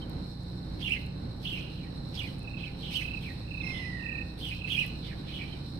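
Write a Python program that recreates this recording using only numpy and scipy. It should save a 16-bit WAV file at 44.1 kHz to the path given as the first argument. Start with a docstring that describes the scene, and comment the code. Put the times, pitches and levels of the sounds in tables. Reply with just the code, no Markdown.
"""Insects hiss steadily over low town rumble and the hum of a machine, in a back yard in summer.
A squirrel nibbles a nut with tiny cracks; far birds peep and draw one long falling whistle, and a
quick trill comes in bursts. Above all this two birds, one near and one further off, trade short
raspy calls. Each bird's voice is a vibrating membrane, roughened by irregular modulation of pitch
and level, and its sound scatters off walls and trees."""
import sys
import numpy as np
from scipy import signal
from scipy.fft import rfft, irfft, next_fast_len
from scipy.io import wavfile
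from scipy.ndimage import uniform_filter1d

SR = 44100
rng = np.random.default_rng(int(sys.argv[2]) if len(sys.argv) > 2 else 0)


def transcribe(signal):
    """Save signal, clipped to [-1, 1], as a 16-bit WAV file at the path in sys.argv[1]."""
    frames = np.atleast_2d(signal).T
    limited = np.clip(frames, -1, 1)
    pcm = np.round(limited * 32767).astype(np.int16)
    wavfile.write(sys.argv[1], SR, pcm)


N = 255339
TIME = np.arange(N) / SR


def undb(db):
    """Decibels to amplitude ratio."""
    return 10 ** (np.asarray(db) / 20)


def level(x, db):
    """Normalisation to an rms level."""
    return x * undb(db) / np.sqrt(np.mean(x ** 2))


def pan(right_db):
    """Interaural level difference, as left and right gains."""
    return undb(np.array([[-.5], [.5]]) * right_db)


def walk(rate, n=N):
    """Smoothed random modulation of spread 1, changing about rate times a second."""
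    hold = max(int(SR / rate), 1)
    steps = np.repeat(rng.standard_normal(n // hold + 2), hold)
    return 1.32 * uniform_filter1d(uniform_filter1d(steps, hold), hold)[:n]


def colour(x, points):
    """Spectral shaping through points of (frequency [Hz], gain [dB])."""
    hz, db = np.transpose(points)
    size = next_fast_len(N)
    bins_hz = np.maximum(np.fft.rfftfreq(size, 1 / SR), 1)
    gain = undb(np.interp(np.log(bins_hz), np.log(hz), db))
    return irfft(rfft(x, size) * gain, size)[..., :N]


def add(track, start, sound):
    """Superposition of a sound on a track at a start time."""
    i = max(int(start * SR), 0)
    track[i:i + len(sound)] += sound[:max(N - i, 0)]


def phase_of(hz):
    """Phase as the integral of frequency."""
    return 2 * np.pi * np.cumsum(hz) / SR


def fade(t, t60):
    """Exponential decay of 60 dB in t60 seconds."""
    return np.exp(-np.log(1000) * t / t60)


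def envelope(t, length, attack, release):
    """Trapezoidal envelope, silent outside its length."""
    return np.clip(np.minimum(t / attack, (length - t) / release), 0, 1)


def yard(x, right_db, scatter_db, tail_db, scatter_t60=0.022, tail_t60=0.45, lag_s=.0005):
    """Reverberation: direct sound, early scatter off ground and leaves, a tail between the houses."""
    t = TIME[:SR]
    scatter = rng.standard_normal((2, SR)) * (rng.random((2, SR)) < .02) * fade(t, scatter_t60)
    tail = rng.standard_normal((2, SR)) * fade(t, tail_t60) * np.minimum(t / 0.12, 1)
    response = (level(scatter, scatter_db) + level(tail, tail_db)) / np.sqrt(SR)
    response[0, 0] += undb(-right_db / 2)  # the direct sound reaches the left ear first
    response[1, int(lag_s * SR)] += undb(right_db / 2)
    return signal.fftconvolve(x[None], response, axes=1)[:, :N]


# Spectrum of the rumble: (frequency [Hz], gain [dB])
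RUMBLE_SPECTRUM = [(13, -19), (22, -7.5), (43, -11), (75, -7), (141, -5), (184, -4.5), (204, -11.5),
                   (242, -8.5), (310, -12.5), (415, -21), (533, -21), (617, -28), (776, -27.5),
                   (1250, -34.5), (3200, -44), (4160, -68), (7040, -120)]

def town_rumble():
    """Low-frequency noise, coherent between the ears in the bass and less so higher up."""
    mid, side = colour(rng.standard_normal((2, N)) * undb(walk(11)), RUMBLE_SPECTRUM)
    side = colour(side, [(60, -26), (130, -29), (250, -8.5), (450, -4.5), (800, 1.5), (1300, 0.5)])
    return pan(2.75) * level(np.array([mid + side, mid - side]), -41)


# Tones of the machine: (frequency [Hz], level [dB], frequency spread [Hz])
HUM_TONES = [(56.5, -46.5, 2.32), (87.4, -51, 3.03), (113.24, -49, 2.965), (140.5, -47.5, 1.36),
             (178.1, -50, 3.355), (313.4, -59.5, 4.23), (798, -69, 4.33), (1495, -74, 2.58),
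             (1732, -77, 1.73)]

def machine_hum():
    """A line spectrum whose tones waver independently in frequency and level."""
    return pan(1.5) * sum(level(np.sin(phase_of(hz + waver_hz * walk(12))) * undb(2.1 * walk(7)), db)
                          for hz, db, waver_hz in HUM_TONES)


# Spectrum of the insect chorus: (frequency [Hz], gain [dB])
INSECT_SPECTRUM = [(3000, -54), (3500, -14), (3850, -3), (4150, 2), (4400, -9.5), (4700, -15.5),
                   (5400, -13.5), (6000, -28.5), (6900, -27.5), (8400, -18), (10300, -30.5), (12000, -33),
                   (15000, -40)]

def insects(pulse_hz=53.8, lag_s=.00066):
    """Incoherent buzzes sum to diffuse noise; the nearest insect throbs by amplitude modulation."""
    phase = phase_of(pulse_hz * (1 + .012 * walk(10)))
    throb = 1 + .55 * np.sin(phase) + .45 * np.sin(2 * phase)
    nearest = 0.55 * rng.standard_normal(N) * throb
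    chorus = rng.standard_normal((2, N)) + np.array([nearest, np.roll(nearest, int(lag_s * SR))])
    flicker = undb(walk(2.6) + 1.23 * walk(30.11))
    left, right = colour(chorus * flicker, INSECT_SPECTRUM)
    right = colour(right, [(5500, 5.5), (8200, -7.5), (10500, 3), (13000, 8.5)])
    return level(np.array([left, right]), -52.5)


# Cracks of the nut: (time [s], peak level [dB], centre frequency [Hz], bandwidth [Hz])
NUT_CRACKS = [(0.097, -38.5, 12700, 6000), (0.4338, -52, 8580, 3000), (0.8975, -42, 8600, 2200),
              (1.0633, -46, 10000, 5000), (2.384, -51, 8700, 1500), (2.393, -46, 9300, 2400),
              (2.431, -53, 9100, 1500), (4.49, -40, 10500, 5000), (4.864, -36.5, 12300, 4500)]

def squirrel(decay_s=0.001):
    """Brittle fracture: teeth snap off bits of nut, each a brief burst of bright noise."""
    out, t = np.zeros((2, N)), TIME[:SR // 50]
    for start, db, hz, width_hz in NUT_CRACKS:
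        band = signal.butter(2, [hz - width_hz / 2, hz + width_hz / 2], "band", fs=SR, output="sos")
        for ear in out:
            crack = signal.sosfilt(band, rng.standard_normal(len(t)) * np.exp(-t / decay_s))
            add(ear, start, undb(db) * crack / np.abs(crack).max())
    return pan(7) * out


# Overtones of a fully raspy voice: (harmonic number, level re fundamental [dB])
VOICE_OVERTONES = [(2, -21.5), (3, -23.5), (4, -28)]

def membrane(hz, rasp, shake_hz=900, chop_hz=380, hoarse_hz=1150):
    """Irregular vibration: rasp (0-1) modulates pitch and level, adding overtones and noisy sidebands."""
    n = len(hz)
    phase = phase_of(hz * (1 + 0.129 * rasp * walk(shake_hz, n)))
    chop = undb(10 * np.minimum(rasp, .36) * np.clip(walk(chop_hz, n), -2, 1))
    overtones = sum(undb(db) * np.sin(k * phase) for k, db in VOICE_OVERTONES)
    overtones *= np.minimum(5 * rasp, 1) ** 2
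    hoarse = .6 * rasp * (walk(hoarse_hz, n) * np.sin(phase) + walk(hoarse_hz, n) * np.cos(phase))
    return level((np.sin(phase) + overtones + hoarse) * chop, 0)


def note(length, pitches_hz, rasp):
    """A soft-edged parabolic glide through a start, middle and end frequency."""
    along = np.linspace(0, 1, int(length * SR))
    arch_hz = np.polyval(np.polyfit([0, .5, 1], pitches_hz, 2), along)
    return membrane(arch_hz, rasp) * np.interp(along, [0, .35, .8, 1], [0, 1, 1, 0])


# Clear peeps: (time [s], length [s], start [Hz], middle [Hz], end [Hz], relative level [dB])
PEEP_NOTES = [(0.009, 0.038, 3080, 3110, 2960, -45.5), (2.27, 0.041, 3100, 3050, 2960, -45),
              (2.582, 0.016, 3200, 3180, 3150, -47), (2.646, .016, 2960, 3150, 3220, -46),
              (3.575, 0.05, 3270, 4150, 3070, -45.5), (5.517, 0.03, 3090, 3090, 2970, -44)]

def far_peeps():
    """Nearly periodic vibration gives short, almost pure tones."""
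    peeps = np.zeros(N)
    for start, length, *pitches_hz, db in PEEP_NOTES:
        add(peeps, start, undb(db) * note(length, pitches_hz, rasp=0.099))
    return pan(5.8) * undb(-9.5) * yard(peeps, right_db=11.5, scatter_db=1, tail_db=-6)


# Partials of the whistle before it dulls: (harmonic number, relative level [dB])
WHISTLE_HARMONICS = [(1, -14), (2, 0), (3, -16), (4, -18), (5, -9), (6, -26), (8, -31), (9, -27), (10, -30)]

def far_whistle(start_s=3.605, peak_s=0.22, sag_hz_per_s=710):
    """A harmonic series glides down, swelling, then fading; frequency jitter blurs high partials most."""
    t = np.maximum(TIME - start_s, 0)
    second_harmonic_hz = np.maximum(2170 - sag_hz_per_s * t, 1844)
    phase = phase_of(second_harmonic_hz / 2 * (1 + .0138 * walk(250) + .013 * walk(1200)))
    dull_db = -48 * np.clip(t - .15, 0, 1)  # spares only the second harmonic
    voice = sum(undb(db + (k != 2) * dull_db) * np.sin(k * phase) for k, db in WHISTLE_HARMONICS)
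    swell_db = np.minimum(2 * (t - peak_s), -9 * (t - peak_s))
    whistle = voice * undb(swell_db) * envelope(t, length=0.68, attack=0.05, release=0.2)
    return pan(5.8) * undb(-50.5) * yard(whistle, right_db=11, scatter_db=4.5, tail_db=3.5)


# Bursts of the trill: (first syllable [s], last syllable [s], rate [1/s], relative level [dB])
TRILL_BURSTS = [(2.384, 2.668, 31.5, -44), (2.901, 3.173, 33, -38), (3.452, 3.702, 33, -37),
                (3.972, 4.214, 33, -36.5), (4.554, 4.803, 33, -36.5)]

def trill(syllable_s=0.019, swell_s=0.088, onset_db=-19, uneven_db=1.3):
    """Swelling pulse trains of tiny hooked syllables, run together by their own reflections."""
    out = np.zeros(N)
    for first, last, rate, db in TRILL_BURSTS:
        for centre in np.linspace(first, last, round((last - first) * rate) + 1):
            swell_db = onset_db * max(1 - (centre - first) / swell_s, 0)
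            gain = undb(db + swell_db + uneven_db * rng.standard_normal())
            pitches_hz = np.array([2730, 2630, 2400]) * (1 + .012 * rng.standard_normal())
            add(out, centre - syllable_s / 2, gain * note(syllable_s, pitches_hz, rasp=.08))
    heard = yard(out, right_db=5, scatter_db=-1, tail_db=-10, scatter_t60=.11, tail_t60=.5, lag_s=.00057)
    return pan(9.8) * undb(-5.5) * heard


# Slurred calls: (time [s], length [s], top [Hz], end [Hz], relative level [dB], fade [dB], rasp [0-1],
# distance [0-1], scrape gain [dB], scrape lead [s], scrape centre [Hz], breath gain [dB])
SLURRED_CALLS = [ (1.436, 0.16, 3244, 2562, -34, -7.5, 0.45, 0.37, -51, 0.03, 4600, -64.5),
                 (1.747, 0.13, 2940, 1826, -54, -7.5, 0.6, 0.46, -66, 0.018, 3900, -92),
                 (2.602, 0.094, 3120, 2203, -46, -7.5, 0.6, 0.67, -52, 0.046, 3500, -90),
                 (2.812, 0.13, 3330, 2483, -43.5, -1, 0.73, 0.54, -53, 0.015, 3920, -73),
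                 (3.229, 0.087, 2617, 1850, -43.5, -11, 0.23, 0.68, -48, 0.019, 3600, -68.5),
                 (3.727, 0.14, 3156, 2390, -40.5, -12, 0.6, 0.32, -50, 0.04, 3400, -77),
                 (4.404, .135, 3270, 2470, -36, -5.5, 0.46, 0.33, -46, 0.028, 4160, -64),
                 (5.073, 0.067, 2504, 1860, -54.5, -0.5, 0.73, 0.77, -47, 0.067, 3620, -74),
                 (5.316, 0.125, 3153, 2310, -45, -1, 0.72, 0.91, -50.5, 0.092, 3270, -72.5), ]

def slurs(top_share=0.17, warble_hz=139.4):
    """Frequency glides: the pitch leaps up, lingers and slides down as the voice weakens and clears."""
    for start, length, top_hz, end_hz, db, fade_db, rasp, distance, *noises in SLURRED_CALLS:
        t = TIME[:int(length * SR)]
        along = t / length
        rise = np.interp(along, [0, top_share], [.87, 1])
        fall = .5 + .5 * np.cos(np.pi * np.interp(along, [top_share, 1], [0, 1]) ** 1.15)
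        warble = 1 + 0.0297 * walk(warble_hz, len(t))
        hz = rise * (end_hz + (top_hz - end_hz) * fall) * warble
        gain = undb(db + fade_db * along) * envelope(t, length, attack=0.15 * length, release=0.0066)
        yield start, gain * membrane(hz, rasp * (1 - 0.27 * along)), distance, *noises


# The near bird's squawks, one list of points each: (time [s], pitch [Hz], relative level [dB])
SQUAWK_PATHS = [
    [(.813, 2350, -37), (.822, 3100, -36), (.829, 3455, -27.5), (.841, 3410, -28.5), (.847, 2840, -28.5),
     (.859, 2783, -30), (.865, 2650, -25), (.869, 3125, -32), (.876, 3170, -26), (.881, 2630, -24),
     (.886, 2150, -45), (.903, 2454, -30), (.911, 2520, -22), (.917, 2680, -30), (.923, 2910, -18.5),
     (.931, 3020, -29), (.934, 2800, -32), (.938, 2570, -22), (.943, 2470, -33), (.953, 2440, -35),
     (.959, 2090, -35.5), (.975, 2030, -33)],
    [(2.158, 2146, -54), (2.168, 2890, -41), (2.176, 3230, -31), (2.183, 3454, -37), (2.192, 3370, -28),
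     (2.21, 2636, -34), (2.219, 2446, -35), (2.228, 2355, -45), (2.243, 2466, -33.5), (2.268, 2100, -47),
     (2.29, 2030, -48)],
    [(2.937, 2940, -25), (2.949, 3070, -26), (2.959, 2954, -24), (2.967, 2910, -23.5), (2.977, 2850, -37),
     (2.995, 2667, -35), (3.008, 2470, -37), (3.015, 2114, -30.5), (3.027, 2550, -36)],
    [(4.695, 2550, -31), (4.707, 3490, -27), (4.713, 3214, -32), (4.719, 3447, -24), (4.725, 2940, -22),
     (4.737, 2735, -24.5), (4.741, 2586, -37), (4.747, 3256, -24.5), (4.756, 3216, -27), (4.759, 2437, -29),
     (4.769, 2358, -35), (4.778, 2530, -22.5), (4.785, 2597, -24), (4.794, 2914, -18.5), (4.798, 2783, -29),
     (4.804, 3156, -26), (4.809, 2707, -29), (4.814, 2574, -20.5), (4.823, 2525, -26.5), (4.829, 2390, -33),
     (4.835, 1986, -44), (4.848, 2000, -35)],
]
# Their noise: (rasp [0-1], scrape gain [dB], scrape lead [s], scrape centre [Hz], breath gain [dB])
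SQUAWK_NOISES = [(0.33, -35, 0.023, 3900, -66), (0.3, -32.5, 0.021, 4400, -64.5),
                 (0.35, -34, 0.016, 4600, -57.5), (0.2, -42, 0.034, 3700, -61)]

def squawks(edge_s=0.0019, distance=0):
    """Joint frequency and amplitude modulation: quick raspy arches step down to a low tail."""
    for path, (rasp, *noises) in zip(SQUAWK_PATHS, SQUAWK_NOISES):
        times, hz, db = np.transpose(path)
        start, length = times[0], times[-1] - times[0]
        t = TIME[:int(length * SR)]
        gain = undb(np.interp(start + t, times, db)) * envelope(t, length, edge_s, edge_s)
        yield start, gain * membrane(np.interp(start + t, times, hz), rasp), distance, *noises


# Spectrum of the rushing air: (frequency [Hz], gain [dB])
BREATH_SPECTRUM = [(2500, 12), (3500, 13.5), (5200, 6), (6000, -1), (7000, -13.5), (8600, 2.5), (10500, -8),
                   (12000, -0.5), (15000, -12)]

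def breath(calls, lead_s=0.041, linger_s=0.1, band_hz=750, sputter_db=4):
    """Flow noise precedes and outlasts each call; each narrow band sputters independently."""
    gain, grit = 0, 0
    for start, voice, *_, breath_db in calls:
        length = lead_s + len(voice) / SR + linger_s
        gain += undb(breath_db) * envelope(TIME - start + lead_s, length, attack=0.038, release=0.17)
    for hz in range(2000, 15500, band_hz):
        band = signal.butter(2, [hz, hz + band_hz], "band", fs=SR, output="sos")
        grit += signal.sosfilt(band, rng.standard_normal((2, N))) * undb(sputter_db * walk(70))
    return pan(5.2) * gain * level(colour(grit * undb(1.4 * walk(350)), BREATH_SPECTRUM), 12.9)


def scrape(lead_s, hz, width_hz=1570, overlap_s=0.013):
    """Grainy band-limited noise in the throat before the voice catches."""
    length = lead_s + overlap_s
    n = int(length * SR)
    band = signal.butter(2, [hz - width_hz / 2, hz + width_hz / 2], "band", fs=SR, output="sos")
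    grains = signal.sosfilt(band, rng.standard_normal(n) * undb(walk(400, n)))
    return level(grains, 0) * envelope(TIME[:n], length, attack=.55 * length, release=overlap_s / 2)


# Response of the throat, which passes little below the lowest notes: (frequency [Hz], gain [dB])
THROAT_RESPONSE = [(1100, -32), (1550, 5), (1850, 2.5), (2200, 0), (2550, 2), (3300, -1), (4000, -6.5),
                   (5500, -6.5), (7000, -12.5), (14000, -5.5)]
# Transmission through the trees, which dulls the top of distant calls: (frequency [Hz], gain [dB])
FOLIAGE_RESPONSE = [(3500, 1.5), (5000, 6), (9000, -5)]

def raspy_birds(calls, falter_db=1.24, falter_hz=129):
    """Source and filter: the throat shapes scrape and voice; distance raises the reverberant share."""
    near, far = np.zeros(N), np.zeros(N)
    for start, voice, distance, scrape_db, lead_s, scrape_hz, _ in calls:
        opening = undb(scrape_db) * scrape(lead_s, scrape_hz)
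        falter = level(undb(falter_db * walk(falter_hz, len(voice))), 0)
        for onset, sound in (start - lead_s, opening), (start, falter * voice):
            add(near, onset, np.sqrt(1 - distance) * sound)
            add(far, onset, np.sqrt(distance) * sound)
    near = colour(near, THROAT_RESPONSE)
    far = colour(colour(far, THROAT_RESPONSE), FOLIAGE_RESPONSE)
    # both birds sit to the right, so the shaded left ear hears mostly scatter
    near = yard(near, right_db=9, scatter_db=1.5, tail_db=-10.5, scatter_t60=.13, lag_s=.00061)
    far = yard(far, right_db=3, scatter_db=4, tail_db=-3, scatter_t60=.14, tail_t60=.7)
    return pan(4.2) * undb(-10.5) * near + pan(5.9) * undb(-4) * far


def scene():
    """Linear superposition of every source in the yard."""
    calls = [*squawks(), *slurs()]
    birds = raspy_birds(calls) + breath(calls) + trill() + far_peeps() + far_whistle()
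    return birds + squirrel() + insects() + town_rumble() + machine_hum()


def record(dry):
    """Band limiting: a steep low-pass filter cuts the highest treble."""
    return signal.sosfilt(signal.ellip(10, .2, 70, 15100, fs=SR, output="sos"), dry)


dry = scene()
out = record(dry)
transcribe(out)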